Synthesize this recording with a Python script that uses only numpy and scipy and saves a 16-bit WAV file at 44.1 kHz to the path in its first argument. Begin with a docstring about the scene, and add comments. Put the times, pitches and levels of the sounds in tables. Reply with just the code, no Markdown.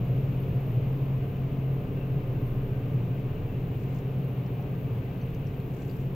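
"""Inside a car that waits at a railway crossing with its engine idling, while a work train rolls by.
The train's diesels drone and throb, its fans and pumps whine, and a coupler clanks once. Its wheels
rumble and make the cabin boom, and the crossing bell barely comes through the glass.
In the car the air vent hisses, with a few faint ticks, light rubs and one clink close by.
A thin microphone hiss lies on top."""
import sys
import numpy as np
from scipy import signal
from scipy.fft import rfft, irfft, next_fast_len
from scipy.io import wavfile
from scipy.ndimage import uniform_filter1d

SR = 44100
rng = np.random.default_rng(int(sys.argv[2]) if len(sys.argv) > 2 else 0)


def unload_audio(sound):
    """Save the sound as a 16-bit wav file, at the path given as the first command line argument."""
    columns = np.transpose(np.atleast_2d(sound))
    # keep every value between -1 and 1, then stretch to whole-number steps
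    steps = np.round(np.clip(columns, -1, 1) * 32767)
    wavfile.write(sys.argv[1], SR, steps.astype(np.int16))


N = 271207

# the nearer diesel's exhaust note, fading as it moves off: t/s, level/dB
DRONE_LEVEL = [(0, -32.5), (1.2, -31), (2.0, -32.5), (2.8, -35), (4.3, -34.5), (5.2, -37.5), (6.15, -36.5)]
# the tones in that note: multiple of the firing rate, relative level/dB
DRONE_TONES = [(1, 0.5), (2, -24), (3, -27.5)]
# a second deep exhaust note that throbs against the first: t/s, level/dB
THROB_LEVEL = [(0, -29.5), (.45, -38.5), (.72, -30.5), (1.3, -44), (1.85, -45), (2.1, -35.5), (2.9, -38),
               (3.3, -38.5), (3.95, -36), (4.6, -41), (6.15, -49.5)]
# the generator diesel's tones: multiple of the shaft speed, relative level/dB
GENERATOR_TONES = [(3, -10), (6, 0), (12, -15), (13, -12), (15, -14), (18, -14.5), (24, -19)]

# the air in the cabin, booming at its favourite pitches: f/Hz, relative level/dB
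BOOM_COLOUR = [(22, -35), (36, -14), (60, -14.5), (85, -10), (105, -5), (116, 3.5), (128, 4), (145, 0),
               (168, -5.5), (220, -23), (400, -61.5)]
# wheels thump over rail joints and lift the boom: t/s, added level/dB
JOINT_THUMPS = [(.2, 3), (2.14, 9), (2.949, 9.5), (4.179, 6)]
# the car's body panels, shaken by the train: f/Hz, relative level/dB
RUMBLE_COLOUR = [(100, -10.5), (160, 7), (195, 7.5), (215, 5), (235, 5.5), (255, 5.5), (278, 4.5), (310, 0),
                 (350, -6), (500, -47.5)]
# the roar of wheels on rails: t/s, level/dB
ROAR_LEVEL = [(0, -43.5), (1.4, -44.5), (1.9, -44), (3.1, -44.5), (4.5, -44.5), (5.6, -46), (6.15, -45)]
# that roar as it sounds through the glass: f/Hz, relative level/dB
ROAR_COLOUR = [(200, -30), (320, -4.5), (355, -8), (390, -4), (440, -2.5), (500, -7.5), (570, -11.5),
               (720, -12), (800, -16), (1000, -18.5), (1200, -20), (1350, -24), (2000, -29.5),
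               (5000, -83.5)]
# the growl of the passing wheel frames (bogies): t/s, level/dB
GROWL_LEVEL = [(0, -51.5), (.8, -53), (1.3, -61), (2.3, -61.5), (2.8, -57), (3.3, -62), (4.1, -64),
               (5, -59.5), (6.15, -61)]
# the pitches in that growl: f/Hz, relative level/dB
GROWL_COLOUR = [(400, -6), (490, 13.5), (530, 8.5), (610, 13), (680, 3.5), (850, -30)]

# the train's fans and pumps: f/Hz, base level/dB
FAN_TONES = [(98.5, -46), (282, -53), (389, -54), (421, -54), (461, -56), (491, -61), (582, -60),
             (1047, -70), (1072, -75), (1205, -72)]
# they come past and move off: t/s, added level/dB
FAN_PASSING = [(0, -2), (1.2, -2.5), (1.8, 1.5), (2.8, 1.5), (3.4, 0.5), (4.5, -4.5), (5.3, -3.5),
               (6.15, -6)]
# a coupler between two wagons: f/Hz, level/dB, time to fade by 60 dB/s
COUPLER_TONES = [(711, -40, .12), (790, -46, .06), (560, -45, .05)]
# the crossing bell: f/Hz, level/dB, time to fade by 60 dB/s
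BELL_TONES = [(1555, -63, 1.5), (2099.5, -68, 1.4), (2250, -73, .8), (2480, -71, .7), (2685.5, -64, 1.0),
              (2855, -70, .6)]

# the car's four-cylinder engine at idle: multiple of the firing rate, level/dB
IDLE_TONES = [(1, -46.3), (1.5, -59), (1.75, -58), (2, -50.5), (2.25, -60), (2.5, -57), (2.75, -57),
              (3, -54.5), (4, -48), (5, -46)]
# air flowing from the vent: t/s, level/dB
VENT_LEVEL = [(0, -55), (.85, -55.5), (1.6, -56.5), (3.8, -56), (4.6, -56.5), (5.2, -56), (5.7, -57),
              (6.15, -57)]
# the pitches in the vent's hiss: f/Hz, relative level/dB
VENT_COLOUR = [(500, -15), (1000, -1.5), (1500, -2.5), (1950, -2), (2400, 2), (2850, 0), (3200, -5.5),
               (4000, -11.5), (5300, -19.5), (7200, -21.5), (8100, -27), (11000, -28), (16000, -30)]
# faint ticks in the cabin: t/s, peak level/dB before panning, ringing f/Hz
CABIN_TICKS = [(3.959, -60, 6500), (3.986, -57, 7050), (4.462, -59, 5660), (4.624, -59.5, 6000),
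               (5.346, -55, 6250), (5.469, -55, 5700), (5.601, -56.5, 4000), (5.820, -52, 7450),
               (5.896, -51, 4770), (5.911, -53, 4600)]
# light rubs nearby: middle t/s, length/s, level/dB
LIGHT_RUBS = [(3.8, .08, -69), (3.95, 0.17, -71), (4.902, 0.34, -81), (5.5, 0.14, -74), (5.81, 0.22, -67.5),
              (6.004, 0.12, -70)]
# the pitches in the rubbing: f/Hz, relative level/dB
RUB_COLOUR = [(3000, -12), (4500, -1.5), (7300, 1), (9500, -9), (12500, -5.5), (15000, -14)]
# one small metal clink: f/Hz, level/dB, time to fade by 60 dB/s
CLINK_TONES = [(4474, -58, .045), (6045, -61, .07)]

# the microphone's own high hiss: f/Hz, relative level/dB
HISS_COLOUR = [(10800, -40), (11450, -24), (11850, -8), (12500, -8), (13200, -2), (14300, 0), (15600, -1),
               (16500, -10)]
# a thin sizzle wandering in that hiss: t/s, centre f/Hz
SIZZLE_PITCH = [(0, 14000), (1.2, 13800), (1.35, 14800), (2.75, 14200), (2.89, 13600), (3.0, 15000),
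                (3.95, 14900), (4.2, 14000), (4.6, 14900), (5.12, 14750), (5.34, 13700), (5.4, 14800),
                (5.88, 13100), (6.15, 13600)]
# a faint whistle in that hiss: t/s, level/dB before panning
WHISTLE_LEVEL = [(0, -67.5), (1.0, -74), (1.3, -79.5), (6.15, -79)]
# how much louder noise is in the left ear: f/Hz, left minus right level/dB
EAR_BALANCE = [(90, -0.5), (210, 2), (500, -1), (770, 0), (1200, 1.5), (1800, 1), (2750, 8), (4200, 5),
               (6400, 7), (8500, 2), (11000, -2), (12200, 14), (14000, 10)]
# how unlike the noise is in the two ears: f/Hz, side minus mid level/dB
EAR_WIDTH = [(30, -29), (60, -49.5), (125, -27), (250, -12.5), (500, -12), (750, -7.5), (1150, -0.5),
             (1700, -0.5), (2700, -9.5), (4200, -2.5), (9000, -3.5), (14000, -5.5)]


def diesels():
    """The train's engines run at different speeds; two of their notes beat about 15 times a second."""
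    drone_hz, throb_hz, shaft_hz = 133.9, 119.0, 29.47
    drone_db, = in_time(DRONE_LEVEL)
    throb_db, = in_time(THROB_LEVEL)
    drone = engine(drone_hz, DRONE_TONES, flutter_db=.8, flutter_rate=4, phase_wander=.12)
    throb = tone(throb_hz, throb_db, flutter_db=1.2, flutter_rate=2, phase_wander=.5)
    generator = engine(shaft_hz, GENERATOR_TONES, flutter_db=2.5, flutter_rate=3.7, phase_wander=.65)
    return (from_db(drone_db) * drone + throb + from_db(-44) * generator) * panned(.57)


def wheels():
    """Rolling wheels make the cabin's air boom, shake the panels, and roar and growl through the glass."""
    thumps_db = sum(db * swell(s, length=.063) for s, db in JOINT_THUMPS)
    surges_db = 1.3 * drift(rate=13)
    boom_db = fading(-33.5, db_per_s=.83) + surges_db + thumps_db  # the heavy wagons move off
    roar_db, = in_time(ROAR_LEVEL)
    growl_db, = in_time(GROWL_LEVEL)
    boom = from_db(boom_db) * steady(cabin_noise(BOOM_COLOUR), seconds=.083)
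    rumble = from_db(fading(-40, db_per_s=.29)) * steady(cabin_noise(RUMBLE_COLOUR), seconds=.2)
    roar = from_db(roar_db) * steady(cabin_noise(ROAR_COLOUR), seconds=.11)
    growl = from_db(growl_db) * cabin_noise(GROWL_COLOUR)
    return boom + rumble + roar + growl


def fans_and_pumps():
    """Fans and pumps whine unevenly, loudest as their wagon goes by."""
    passing_db, = in_time(FAN_PASSING)
    return sum(tone(hz, db + passing_db, flutter_db=2.8, flutter_rate=3, phase_wander=.9)
               for hz, db in FAN_TONES)


def struck_metal(tones, at_s):
    """One blow sets all the tones of a metal part ringing."""
    click = np.zeros(N)
    click[int(at_s * SR)] = 1
    return sum(from_db(db) * ring(click, hz, fade_s) for hz, db, fade_s in tones)


def crossing_bell():
    """A clapper strikes the bell evenly; each tone reaches the two ears by different paths."""
    first_s, gap_s, rise_s = .06, .381, .0048
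    since_strike = (np.arange(N) - int(first_s * SR)) / SR % gap_s
    rise = np.minimum(since_strike / rise_s, 1)
    out = np.zeros((2, N))
    for hz, db, fade_s in BELL_TONES:
        decay = from_db(-60 * since_strike / fade_s)
        for ear in out:
            level = from_db(db + 4.4 * drift(rate=2.9))
            phase = turning(hz) + 1.1 * drift(rate=3.8)
            ear += rise * decay * level * np.sin(phase)
    return out * panned(2.8)


def car_idle():
    """The car's own engine; unequal cylinders add weak tones between the main ones."""
    firing_hz = 24.12 + .037 * drift(rate=.39)
    return engine(firing_hz, IDLE_TONES, flutter_db=4, flutter_rate=1, phase_wander=.23)


def air_vent():
    """Air hisses almost evenly out of the vent."""
    vent_db, = in_time(VENT_LEVEL)
    return from_db(vent_db) * cabin_noise(VENT_COLOUR)


def ticks():
    """Each tick is a short crackle with a brief ring, off to the left."""
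    out = np.zeros((2, N))
    t = np.arange(SR // 10) / SR
    band = signal.butter(3, [3000, 8000], "band", fs=SR, output="sos")
    for s, db, hz in CABIN_TICKS:
        crackle = rng.standard_normal(len(t)) * np.exp(-t / .005)
        tick = signal.sosfilt(band, ring(crackle, hz, fade_s=.0042) + 4 * crackle)
        tick *= from_db(db) / np.abs(tick).max()
        start = int(s * SR)
        out[:, start:start + len(t)] += tick[:N - start]
    return out * panned(8)


def rubbing():
    """Something rubs lightly nearby, in clumps of tiny grains."""
    level = sum(from_db(db) * swell(s, length) for s, length, db in LIGHT_RUBS)
    grains = rng.standard_normal((2, N)) * from_db(3.5 * drift(rate=90))
    size = next_fast_len(N, real=True)
    hz = np.arange(size // 2 + 1) * SR / size
    rustle = irfft(rfft(grains, size) * colour(RUB_COLOUR, hz), size)[:, :N]
    return level * rms_one(rustle) * panned(1.5)


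def microphone_hiss():
    """The microphone's high hiss, with a wandering sizzle and a faint whistle at one pitch."""
    centre_hz, = in_time(SIZZLE_PITCH)
    whistle_db, = in_time(WHISTLE_LEVEL)
    low_noise = signal.sosfilt(signal.butter(2, 300, fs=SR, output="sos"), rng.standard_normal(N))
    sizzle_db = -71.5 + 2 * drift(rate=4)
    sizzle_hz = centre_hz + 80 * drift(rate=8)
    # multiplying by a sine moves the low noise up to that pitch
    sizzle = from_db(sizzle_db) * rms_one(low_noise * np.sin(turning(sizzle_hz)))
    whistle = from_db(whistle_db) * np.sin(turning(hz=14000))
    return from_db(-65.8) * cabin_noise(HISS_COLOUR) + (sizzle + whistle) * panned(11)


def engine(hz, tones, flutter_db, flutter_rate, phase_wander):
    """An engine repeats hz times a second, which makes tones at multiples of that rate."""
    return sum(tone(k * hz, db, flutter_db, flutter_rate, phase_wander) for k, db in tones)


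def tone(hz, db, flutter_db, flutter_rate, phase_wander):
    """One tone that flutters in level and phase as its paths into the car change."""
    level = from_db(db + flutter_db * drift(flutter_rate))
    phase = turning(hz) + phase_wander * drift(flutter_rate)
    return np.sqrt(2) * level * np.sin(phase)


def ring(push, hz, fade_s):
    """Ringing at one pitch: a click of height 1 starts a sine that drops 60 dB in fade_s."""
    decay = from_db(-60 / (fade_s * SR))
    step = 2 * np.pi * hz / SR
    return signal.lfilter([0, np.sin(step)], [1, -2 * decay * np.cos(step), decay ** 2], push + 1e-18)


def cabin_noise(spectrum):
    """Noise of a given colour, alike in both ears in the bass and more spread out higher up."""
    size = next_fast_len(N, real=True)
    hz = np.arange(size // 2 + 1) * SR / size
    mid, side = rfft(rng.standard_normal((2, size)))  # mid is shared, side is opposite in each ear
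    width = from_db(at_hz(EAR_WIDTH, hz))
    ears = (mid + width * side * [[1], [-1]]) / np.sqrt(1 + width ** 2)
    shaped = ears * panned(at_hz(EAR_BALANCE, hz)) * colour(spectrum, hz)
    return rms_one(irfft(shaped, size)[:, :N])


def steady(noise, seconds):
    """Even out the strength of a noise over spans longer than the given time."""
    power = uniform_filter1d(np.mean(noise ** 2, axis=0), max(int(seconds * SR), 1))
    return noise / np.sqrt(power + 1e-12)


def colour(spectrum, hz):
    """How strong each pitch is; beyond the table's ends it drops 20 dB an octave."""
    hz = np.maximum(hz, 1)
    octaves_outside = np.abs(np.log2(hz / np.clip(hz, spectrum[0][0], spectrum[-1][0])))
    return from_db(at_hz(spectrum, hz) - 20 * octaves_outside)


def drift(rate):
    """A smooth random wobble of typical size 1; a higher rate (Hz) wobbles faster."""
    hop, warm_up = 40, 2000  # samples per step, steps thrown away
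    memory = np.exp(-2 * np.pi * rate * hop / SR)
    noise = rng.standard_normal(N // hop + warm_up + 2)
    slow = signal.lfilter([1], [1, -2 * memory, memory ** 2], noise)[warm_up:]
    return np.interp(np.arange(N) / hop, np.arange(len(slow)), rms_one(slow))


def turning(hz):
    """The angle (phase) of something that turns hz times a second, from a random start."""
    return 2 * np.pi * (np.cumsum(hz * np.ones(N)) / SR + rng.random())


def swell(s, length):
    """A smooth rise to 1 and fall again, around second s."""
    return np.exp(-(2 * (np.arange(N) / SR - s) / length) ** 2)


def fading(db, db_per_s):
    """A level in dB that sinks evenly."""
    return db - db_per_s * np.arange(N) / SR


def in_time(rows):
    """Join a table's points in time with straight lines, one value per sample."""
    s, *columns = np.transpose(rows)
    return [np.interp(np.arange(N) / SR, s, column) for column in columns]


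def at_hz(points, hz):
    """Read between a table's pitches, giving each octave equal room."""
    f, value = np.transpose(points)
    return np.interp(np.log(np.maximum(hz, 1)), np.log(f), value)


def panned(pan_db):
    """Left and right gains that make the left ear louder by pan_db."""
    return from_db(np.array([[.5], [-.5]]) * pan_db)


def from_db(db):
    """Turn decibels into a number to multiply by."""
    return 10 ** (np.asarray(db) / 20)


def rms_one(x):
    """Scale a signal to an average strength (rms) of 1."""
    return x / np.sqrt(np.mean(np.abs(x) ** 2) + 1e-20)


def scene():
    """The train and bell outside, the car around the listener."""
    train = diesels() + fans_and_pumps() + wheels() + struck_metal(COUPLER_TONES, at_s=4.596)
    bell = crossing_bell()
    car = car_idle() + air_vent() + ticks() + rubbing() + struck_metal(CLINK_TONES, at_s=5.214)
    return train + bell + car + microphone_hiss()


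def record(dry):
    """Fade in very quickly and cut off the highest treble."""
    fade_in_s, cutoff_hz = .002, 15800
    fade_in = np.minimum(np.arange(N) / (fade_in_s * SR), 1)
    treble_cut = signal.ellip(12, .1, 90, cutoff_hz, fs=SR, output="sos")
    return signal.sosfilt(treble_cut, dry * fade_in)


dry = scene()
out = record(dry)
unload_audio(out)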